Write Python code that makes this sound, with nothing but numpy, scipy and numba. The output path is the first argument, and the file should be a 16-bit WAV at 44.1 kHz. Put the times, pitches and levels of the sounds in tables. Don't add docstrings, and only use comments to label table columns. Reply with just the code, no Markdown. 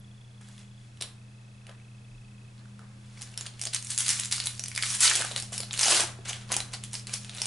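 import sys
import numpy as np
from scipy import signal
from scipy.fft import rfft, irfft
from scipy.io import wavfile
from scipy.ndimage import uniform_filter1d
from numba import njit

SR = 44100
rng = np.random.default_rng(int(sys.argv[2]) if len(sys.argv) > 2 else 0)


def invert_db(level):
    return 10 ** (np.asarray(level, dtype=float) / 20)


def generate_wav(sig):
    pcm = np.round(np.clip(np.atleast_2d(sig).T, -1, 1) * 32767).astype(np.int16)
    wavfile.write(sys.argv[1], SR, pcm)


N = 328986


def column(table, t):
    s, *rest = np.transpose(table)
    return [np.interp(t, s, c) for c in rest]


def shape(table, hz):
    f, v = np.transpose(table)
    return np.interp(np.log(np.maximum(hz, 1)), np.log(f), v)


def walk(rate):
    hold = int(SR / rate)
    levels = np.repeat(rng.standard_normal(N // hold + 1), hold)
    return 1.3 * uniform_filter1d(uniform_filter1d(levels, hold), hold)[:N]


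def highpass(x, hz, order=3):
    return signal.sosfilt(signal.butter(order, hz, "high", fs=SR, output="sos"), x)


def room(air_db=-7.5):
    # f/Hz, level/dB, wander/dB
    hum_lines = [(29.8, -15, 1.5), (38.6, -30, -10), (87, -17.5, 4), (89.3, -28, 4.5), (119.7, 0.5, 0)]
    # t/s, blade tone minus hum/dB
    blade_load = [(0, -4.5), (.25, -11), (.48, -5), (.91, -11), (2.32, -8), (2.49, -14), (2.76, -6.5),
                  (3.6, -13), (4.24, -7.5), (5.1, -11), (5.67, -7), (5.85, -14), (6.15, -8), (7.46, -7)]
    # f/Hz, density/dB per Hz
    air_spectrum = [(20, -12.5), (55, -17), (95, -3.5), (170, -8.5), (300, -15), (400, -16.5), (800, -20),
                    (2300, -22.5), (6000, -28.5), (11000, -31)]
    # f/Hz, likeness/0-1
    likeness = [(20, 1), (200, 0.83), (400, 0.37), (1200, .0), (2600, 0.06), (6000, 0.7), (11000, .75)]
    # t/s, level/dB, width/s
    ducks = [
        (5.07, -4.5, .1),
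        (5.92, -7, .1),
        (7.46, -2.5, .2),
    ]
    blade_hz = 202.4
    t = np.arange(N) / SR
    gain_db = np.minimum(-51 + .17 * t ** 2, -46.5)
    for s, db, width in ducks:
        gain_db = gain_db + db * np.exp(-((t - s) / width) ** 2)

    lines = np.zeros(N)
    for hz, db, wander_db in hum_lines:
        level = invert_db(db + wander_db * walk(4))
        lines += level * np.sin(2 * np.pi * hz * t + 0.31 * wander_db * walk(3.4))
    flutter_db, drift = 2.2 * walk(9), 1.2 * walk(3)
    blade_level = invert_db(column(blade_load, t)[0] + flutter_db)
    lines += blade_level * np.sin(2 * np.pi * blade_hz * t + drift)

    hz = np.fft.rfftfreq(N, 1 / SR)
    alike = np.clip(shape(likeness, hz), 0, 1)
    noise = rfft(rng.standard_normal((2, N))) * invert_db(shape(air_spectrum, hz))
    mid, side = noise * np.sqrt([1 + alike, 1 - alike])
    air = irfft(np.array([mid + side, mid - side]), N)
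    air *= invert_db(air_db) / air.std()
    balance = invert_db(np.array([[.1], [-.1]]))
    return (np.sqrt(2) * lines * balance + air) * invert_db(gain_db)


def lens(width_s=0.0025, lower_hz=2583.0):
    # t/s, upper level/dB, lower level/dB, accent on every other step/dB
    spells = [
        (0, -56.5, -67, .6),
        (.85, -67, -63, .6),
        (1.15, -64, -59, .6),
        (1.8, -66, -57, 5),
        (2.49, -66, -67, .6),
        (3.0, -61, -67, .6),
        (5.5, -57, -62, .6),
    ]
    steps_per_s, upper_hz = 30, 3400
    s = np.arange(int(steps_per_s * N / SR)) / steps_per_s
    by_column = np.transpose(spells)
    spell = np.searchsorted(by_column[0], s, "right").clip(1) - 1
    _, upper_db, lower_db, accent_db = by_column[:, spell]
    upper_db = upper_db - accent_db * (-1.) ** np.arange(len(s))
    g = rng.standard_normal((len(s), 4)).T
    t, out = np.arange(-600, 600) / SR, np.zeros(N + SR)
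    for k in range(len(s)):
        detune = 1 + .006 * g[3, k]
        upper = (.0143, upper_hz * detune, upper_db[k] + 1.6 * g[0, k], width_s)
        lower = (.018, lower_hz * detune, lower_db[k] + 1.2 * g[1, k], 1.57 * width_s)
        for delay_s, hz, db, width in (upper, lower):
            i = int((s[k] + delay_s) * SR)
            swell = invert_db(db) * np.exp(-(t / width) ** 2)
            out[i:i + len(t)] += swell * np.sin(2 * np.pi * hz * t + .5 * g[2, k])
    return out[600:N + 600]


@njit
def ring(s, hz, cycles, left, right):
    out = np.zeros((2, N))
    for g in range(len(s)):
        p = np.exp((2j * np.pi - 1 / cycles[g]) * hz[g] / SR)
        z = 1. + 0j
        start = int(s[g] * SR)
        for i in range(start, min(N, start + int(6 * cycles[g] * SR / hz[g]))):
            z *= p
            out[0, i] += left[g] * z.imag
            out[1, i] += right[g] * z.imag
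    return out


def grains(s, hz, cycles, size, pan_db):
    left, right = size * invert_db(pan_db / 2), size * invert_db(-pan_db / 2)
    hz = np.clip(hz, 150, SR / 3)
    return ring(*[np.ravel(v + 0. * s) for v in (s, hz, cycles, left, right)])


def moves(s):
    # peak t/s, crackle level/dB, swell/s per 20 dB, fade/s per 20 dB,
    # big folds minus crackle/dB
    card_moves = [
        (.41, -49, .008, .2, -4),
        (.48, -48, .1, .12, -8),
        (.54, -50, .1, .1, -10),
        (.61, -45, .12, .05, -13),
        (.85, -57, .4, .3, -17),
        (1.03, -43, .04, .12, 2),
        (1.7, -60, .08, .05, 19),
        (2.59, -66, .03, .12, 14),
        (2.795, -62, .008, .15, 17),
        (3.12, -49, .1, .3, -12),
    ]
    grip_moves = [(3.224, -43, .22, .35, -6), (3.383, -37, .021, .19, -7), (3.626, -35, .07, .09, -19),
                  (3.743, -24.5, .021, .06, -19), (3.85, -42, .1, .2, -23), (3.907, -35, .07, .09, -30),
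                  (3.995, -26, .03, .15, -21), (4.094, -20, .07, .17, -28), (4.2, -29, .1, .12, -18),
                  (4.322, -21.5, .015, .16, -26), (4.47, -32, .1, .13, -12), (4.649, -43, .2, .12, -18),
                  (4.78, -31, .05, .08, -25), (4.83, -23.5, .03, .2, -22), (4.95, -26, .25, .03, -19)]
    tear_moves = [
        (5.01, -15.5, .005, .15, -20),
        (5.032, -11.5, .03, .25, -22),
        (5.2, -26, .2, .05, -3),
        (5.31, -38, .021, .06, 2.5),
        (5.374, -27, .03, .085, -11),
        (5.53, -31, .011, .19, -9),
        (5.82, -18, .065, .17, -17),
        (5.91, -15.5, .12, .12, -2),
        (6.005, -16, .2, .07, -7),
    ]
    peel_moves = [(6.252, -27, .003, .06, -14), (6.29, -24, .03, .11, -12), (6.42, -42, .1, .07, -7),
                  (6.52, -23.5, .035, .13, -6), (6.6, -33, .1, .035, -13), (6.736, -24.5, .011, .035, -10),
                  (6.848, -36, .04, .055, -23), (6.943, -29, .021, .08, -12), (7.074, -34, .004, .15, -8),
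                  (7.138, -27, .03, .05, -13), (7.25, -38, .1, .12, -13), (7.39, -31, .09, .3, -8)]
    rows = np.vstack([card_moves, grip_moves, tear_moves, peel_moves])
    at_s, db, swell_s, fade_s, big_db = rows.T[:, :, None]
    t = np.arange(0, N, 44) / SR

    def level(top_db, fade):
        fall_db = 20 * np.maximum((at_s - t) / swell_s, (t - at_s) / fade)
        return 10 * np.log10(np.sum(invert_db(top_db - fall_db) ** 2, axis=0) + 1e-12)

    return np.interp(s, t, level(db, fade_s)), np.interp(s, t, level(db + big_db, 1.3 * fade_s))


def crackle(per_s=11000, tail_db=2.5, patchy_db=2.0, cycles=1.06, level_db=-11.4, knee_hz=1790.0):
    # f/Hz, density/dB per Hz
    sheet_colour = [(180, -40), (300, 6), (591, -12.5), (719, -5), (915, -11.5), (1530, -7.5), (2230, -3),
                    (9180, 2.5), (11000, 1.5), (14300, -34), (22000, -120)]
    # t/s, top end level/dB
    tautness = [(3.8, -6), (3.92, 8), (4.1, -1.5), (4.79, -3), (4.92, 4), (5.03, 5), (5.09, -6),
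                (5.33, -5.5), (5.55, 1.5), (5.72, -6), (5.91, 2.5), (6.1, -10), (6.7, -7), (6.96, .6),
                (7.09, -7.5), (7.15, 3), (7.3, -8), (7.46, -2)]
    count = int(per_s * N / SR)
    u, g = rng.random((count, 3)).T, rng.standard_normal((count, 2)).T
    s, hz = u[0] * N / SR, 300 * (11500 / 300) ** np.sqrt(u[1])
    db, big_db = moves(s)
    taut_db = 0.97 * column(tautness, s)[0] * np.clip(np.log2(hz / 3500), -.5, 1.5)
    colour_db = shape(sheet_colour, hz) + 20 * np.log10(hz / 4000) + taut_db
    clump_db = patchy_db * walk(120)[(u[0] * N).astype(int)]
    rare_db = -tail_db * np.log(u[2] + .01)
    size = np.sign(g[0]) * invert_db(db + level_db + colour_db + clump_db + rare_db)
    big = hz < knee_hz
    fine = grains(s, hz, cycles, size * ~big, 3.1 * g[1])
    soft_size = (size * invert_db(big_db - db + 11.5))[big]
    soft = grains(s[big], hz[big], 1.2, soft_size, 4.9 * g[1, big])
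    return highpass(fine, 1080.0) + soft


def small_snaps():
    per_s = 110
    u = rng.random((int(per_s * N / SR), 4)).T
    s = u[0] * N / SR
    db = moves(s)[0] - 2 - 2.5 * np.log(u[1] + .03)
    return np.transpose([s, db, 2900 * 2.8 ** u[2], -4 - 18 * u[3]])


def snaps(count=16, level_db=-15.0, thud_db=-4.0):
    # t/s, peak level/dB, centre
    # # f/Hz, top end minus peak/dB
    single_snaps = [(.413, -43, 1630, -8), (.4868, -42, 1680, 0.5), (.58, -39, 3300, -10),
                    (1.0071, -32, 3810, -16), (1.0108, -18.5, 5100, -10), (1.0225, -17, 3830, -3),
                    (1.038, -26, 3330, -21), (1.6679, -33, 2600, -13), (1.6944, -33, 3200, -12),
                    (2.58, -43, 4300, -22), (2.593, -43, 4200, -22), (1.713, -40, 1800, -12),
                    (1.026, -22, 3500, -10), (1.0135, -23, 3900, -10), (2.6559, -40, 1470, -23),
                    (2.7926, -34, 1330, -16),
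                    (3.212, -28.5, 7360, -8), (3.219, -26.5, 4840, -4), (3.3762, -16.5, 5470, -9),
                  (3.41, -17, 7050, -14), (3.464, -21, 4350, -14), (3.4676, -24, 3220, -7),
                  (3.595, -31, 3030, -5), (3.6145, -14.5, 5900, -9), (3.623, -20, 6660, -10),
                  (3.637, -18, 6000, -8), (3.6534, -14.5, 6400, -9), (3.6709, -13, 5000, -14),
                  (3.7318, -24, 3000, -10), (3.7352, -15, 4300, -11), (3.7466, -12, 6000, -4),
                  (3.7629, -11.5, 4540, -25), (3.8256, -22, 6370, -10), (3.9017, -30, 4650, 4),
                  (3.9778, -19, 4650, 7), (3.9866, -17, 6500, 2), (4.0059, -10, 6600, -6),
                  (4.0636, -15, 4520, -14), (4.082, -12, 6700, -3), (4.0913, -6, 6240, -9),
                  (4.1042, -9, 5300, -3),
                    (4.1976, -14, 7700, -2.5), (4.235, -18, 3930, -12), (4.248, -21, 7300, -3),
                   (4.313, -16, 5500, -9), (4.3246, -8, 4600, -6.5), (4.3656, -20, 4480, -7),
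                   (4.4013, -11, 4540, -12), (4.458, -21, 7490, 3), (4.4705, -12.5, 4000, -5),
                   (4.595, -15.5, 5900, -13.5), (4.6382, -14.5, 6100, -13), (4.6595, -18, 5050, -13),
                   (4.683, -23.5, 6290, -3), (4.7162, -22, 2270, -17), (4.7507, -23, 5000, -2),
                   (4.7618, -15, 4600, -10), (4.7771, -9, 2200, -13), (4.8251, -7.5, 4540, -9),
                   (4.903, -16, 5600, -12),
                    (5.0057, -18, 5730, 6), (5.078, -4, 4260, -25), (5.0983, -5, 7500, -16),
                  (5.1128, -7, 1770, -33), (5.154, -11, 7490, 1.5), (5.172, -12, 7060, -10),
                  (5.2125, -17, 4700, -2), (5.314, -21.5, 3980, -15), (5.3621, -11, 3830, -11),
                  (5.379, -15, 4400, -14), (5.4242, -22, 4900, -4), (5.5793, -14.5, 5460, -8),
                  (5.6038, -16, 4940, -6), (5.6327, -18, 4400, -18), (5.7097, -16, 3620, -32),
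                  (5.731, -14, 7200, -11), (5.7392, -18.5, 2800, -6), (5.7925, -7, 5900, -8),
                  (5.8116, -6.5, 6200, -15), (5.832, -1.5, 5400, -17), (5.8382, -9, 5000, -5),
                  (5.8573, -4.5, 6460, -22), (5.8822, -5.5, 5500, -12), (5.9238, -7, 4130, -13),
                  (5.9473, -9.5, 2800, -17), (6.0056, -4, 7940, -9.5),
                    (6.2918, -21, 6600, -6), (6.2962, -15, 6360, -28), (6.3315, -18.5, 3130, -17),
                  (6.5186, -12, 6000, -1.5), (6.526, -9.5, 6660, -13), (6.5414, -15, 2800, -6),
                  (6.5663, -12, 5400, -2), (6.6035, -14, 4000, -12), (6.737, -21, 4400, -7.5),
                  (6.838, -26, 3350, -2), (6.932, -24, 5800, .6), (6.9411, -24, 6420, -1),
                  (6.953, -15.5, 4940, -19), (7.0702, -20, 4600, -13), (7.095, -26, 2600, -10),
                  (7.1391, -14, 5560, -5), (7.247, -29, 3300, -9), (7.2952, -22, 3570, -15),
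                  (7.349, -30, 4090, -6), (7.3834, -21, 3830, -18), (7.4179, -8, 5500, -13),
                  (7.4564, -12, 6900, -9)]
    more_early_snaps = [(0.9728, -40.0, 3230, -12.6), (1.6904, -40.0, 1680, -23.6), (1.7995, -43.1, 2330, -30.9),
                        (3.1741, -35.4, 2200, -18.0), (3.1927, -37.8, 5210, -9.7), (3.2083, -38.4, 4520, -17.2),
                        (3.2259, -28.8, 6200, -2.5), (3.2738, -37.3, 4310, -10.0), (3.3407, -34.9, 2800, -9.6),
                        (3.4572, -29.2, 1640, -15.9), (3.5382, -39.2, 4010, -15.5), (3.666, -22.1, 4390, -19.8),
                        (3.8473, -21.5, 7970, -12.8), (3.852, -33.2, 7970, -4.6), (3.87, -26.1, 5470, -5.3),
                        (3.9049, -23.9, 7970, 2.4), (3.917, -18.5, 4390, -13.7), (3.9469, -23.9, 7060, -10.4),
                        (3.9608, -28.8, 7970, -5.9), (4.0474, -19.3, 4870, -9.5), (4.0522, -18.5, 6980, -15.5),
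                        (4.1944, -21.6, 2970, -14.0), (4.2074, -22.1, 4050, -8.1), (4.2186, -24.9, 3880, -11.0),
                        (4.2567, -18.5, 6980, -7.5), (4.2835, -28.7, 6420, -15.7), (4.3606, -22.3, 4440, -4.5),
                        (4.3811, -15.8, 4780, -15.9), (4.4395, -24.4, 5600, -8.7), (4.4626, -17.9, 7970, -5.7),
                        (4.5448, -34.1, 5510, -8.7), (4.5514, -32.2, 5510, -7.3), (4.5708, -37.4, 7580, -11.3),
                        (4.5753, -40.9, 4440, -4.5), (4.5792, -30.1, 4650, -10.8), (4.789, -16.1, 2200, -26.2),
                        (4.8351, -10.1, 2070, -17.4), (4.969, -18.8, 7060, -9.3)]
    more_late_snaps = [(5.1605, -9.4, 6330, -7.8), (5.1943, -17.3, 7970, -4.5), (5.221, -12.1, 1590, -12.1),
                       (5.2489, -18.2, 1550, -7.0), (5.3192, -25.2, 3880, -5.3), (5.4, -23.9, 5380, -0.6),
                       (5.432, -28.6, 5430, -9.3), (5.5217, -32.0, 7320, -7.4), (5.5602, -26.5, 4050, -10.6),
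                       (5.6272, -28.0, 4220, -21.6), (5.7246, -27.5, 7580, -12.5), (5.7473, -25.1, 3400, -7.1),
                       (5.7617, -26.6, 4090, -12.2), (5.7762, -17.4, 4390, -9.4), (5.7889, -20.2, 4570, -9.2),
                       (5.7985, -10.1, 4050, -21.5), (5.8163, -9.6, 7670, -9.3), (5.906, -11.0, 5600, -7.8),
                       (5.9675, -8.8, 4610, -9.2), (5.9987, -10.6, 4480, -16.2), (6.2873, -21.5, 6720, -13.1),
                       (6.3489, -27.3, 3140, -24.0), (6.4112, -34.4, 4050, -26.0), (6.4913, -32.4, 4520, -18.8),
                       (6.7138, -43.6, 3320, -9.5), (6.721, -34.7, 5990, -11.3), (6.7415, -20.6, 5000, -18.3),
                       (6.7476, -27.4, 4480, -12.7), (6.913, -39.4, 6200, -10.3), (6.996, -27.5, 5430, -17.3),
                       (7.0783, -31.5, 4480, -14.5), (7.1352, -18.1, 7060, -21.3), (7.3144, -31.9, 4610, -18.0),
                       (7.3354, -33.2, 2760, -25.1), (7.3574, -33.5, 2580, -10.2), (7.373, -24.1, 5810, -17.6)]
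    rows = np.vstack([single_snaps, small_snaps(),
                      more_early_snaps, more_late_snaps])
    s, db, hz, top_db = rows.T[:, :, None]
    u = rng.random((len(s), 3, count)).transpose(1, 0, 2)
    g = rng.standard_normal((len(s), 3))
    pan_db, first_sign = .6 * g[:, :1], np.sign(g[:, 1:2])

    after_s = .0009
    later = np.arange(count) % 2
    lag = np.where(later, after_s * (.3 - np.log(u[0] + .02)), .00015 * u[0])
    spray_hz = 2400 + 9300 * (np.arange(count) + u[1]) / count
    tilt_db = (top_db + 15.5) * np.clip((spray_hz - 5000) / 3000, 0, 1)
    tilt_db = tilt_db + 8.0 * np.minimum(np.log2(1.35 * spray_hz / hz), 0)
    sign = np.where(later, np.sign(u[2] - .5), first_sign)
    spray_size = invert_db(db + level_db + tilt_db) * sign
    spray = grains(s + lag, spray_hz, 1.35 * spray_hz / 5000, spray_size, pan_db)

    own = grains(s, hz, np.maximum(2.2, hz / 1500), invert_db(db - 5.5) * first_sign, pan_db)
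    echo_db, echo_s = -7, .002
    again_s = s + echo_s * (.4 + u[0, :, 1:2])
    again_hz = hz * (.85 + .3 * u[1, :, 1:2])
    own = own + grains(again_s, again_hz, hz / 1300, invert_db(db - 5.5 + echo_db), -pan_db)

    fine_db, big_db = moves(s)
    low_db = -19 + .65 * np.minimum(big_db - fine_db, -5) + 3 * g[:, 2:]
    thud = grains(s, 600 * 1.81 ** u[2, :, :1], 2.03, invert_db(db + low_db + thud_db), pan_db)
    return highpass(spray, 2400.) + highpass(own, 1200.0) + thud


def knocks(cycles=2.1, gain_db=-1.2):
    # t/s, peak level/dB, f/Hz
    finger_knocks = [(1.012, -41, 412), (1.04, -45, 700), (1.693, -44, 589), (1.706, -46, 600),
                     (3.636, -44, 764), (3.665, -38, 654), (4.381, -36, 1400), (4.776, -40, 1140),
                     (5.361, -36, 549), (5.43, -41, 791), (5.072, -29, 1010), (5.205, -30, 654),
                     (5.246, -30, 762), (5.313, -33, 649), (5.523, -37, 694), (5.601, -36, 554),
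                     (5.863, -25, 802), (5.902, -26, 748), (5.812, -33, 1050), (5.882, -25, 767),
                     (5.915, -28, 800), (5.93, -28, 700), (5.997, -27, 700), (6.294, -40, 805),
                     (6.309, -37, 797), (6.509, -33, 1000), (6.519, -27, 1040), (6.565, -29, 851),
                     (6.736, -39, 1000), (6.189, -39, 406), (6.503, -32, 1050), (6.939, -39, 985)]
    s, db, hz = np.transpose(finger_knocks)
    dull = grains(s, hz, cycles, invert_db(db + gain_db), 0.)
    return dull + grains(s, 1.7 * hz, cycles, invert_db(db - 4), 0.)


def walls(x, count=4, t60_s=0.29, near_t60_s=0.089, near=0.73, table_db=-12.5, alike=0.49):
    wet_db = -4
    t = np.arange(SR // 2) / SR
    decay = invert_db(-60 * t / t60_s) + near * invert_db(-60 * t / near_t60_s)
    decay = decay * np.clip(t / 0.006, 0, 1)
    place = np.repeat(rng.integers(count, size=N // 400 + 1), 400)[:N]
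    out = x.copy()
    for k in range(count):
        mid, side = rng.standard_normal((2, len(t))) * decay
        tail = np.array([mid + (1 - alike) * side, mid - (1 - alike) * side])
        tail *= invert_db(wet_db) / np.sqrt(np.mean(np.sum(tail ** 2, axis=1)))
        table_s = rng.uniform(.0012, .0024)
        tail[:, int(table_s * SR)] += invert_db(table_db)
        share = uniform_filter1d(1. * (place == k), size=64)
        out = out + signal.fftconvolve(x * share, tail, axes=1)[:, :N]
    return out


def scene():
    handling = crackle() + snaps() + knocks()
    return walls(highpass(handling, 220.0)) + room() + lens()


def low_pass(x):
    return signal.sosfilt(signal.butter(12, 12190, fs=SR, output="sos"), x)


def record(dry):
    top_hz = 11000
    hz = np.fft.rfftfreq(N, 1 / SR)
    cliff_db = -45.0 * np.clip((hz - top_hz) / 250., 0, 1)
    slope_db = -5.7 * np.clip(hz - top_hz, 0, None) / 1000
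    rounded = np.tanh(1.67 * dry) / 1.538
    mix = irfft(rfft(rounded) * invert_db(cliff_db + slope_db), N)
    return low_pass(mix)


dry = scene()
out = record(dry)
generate_wav(out)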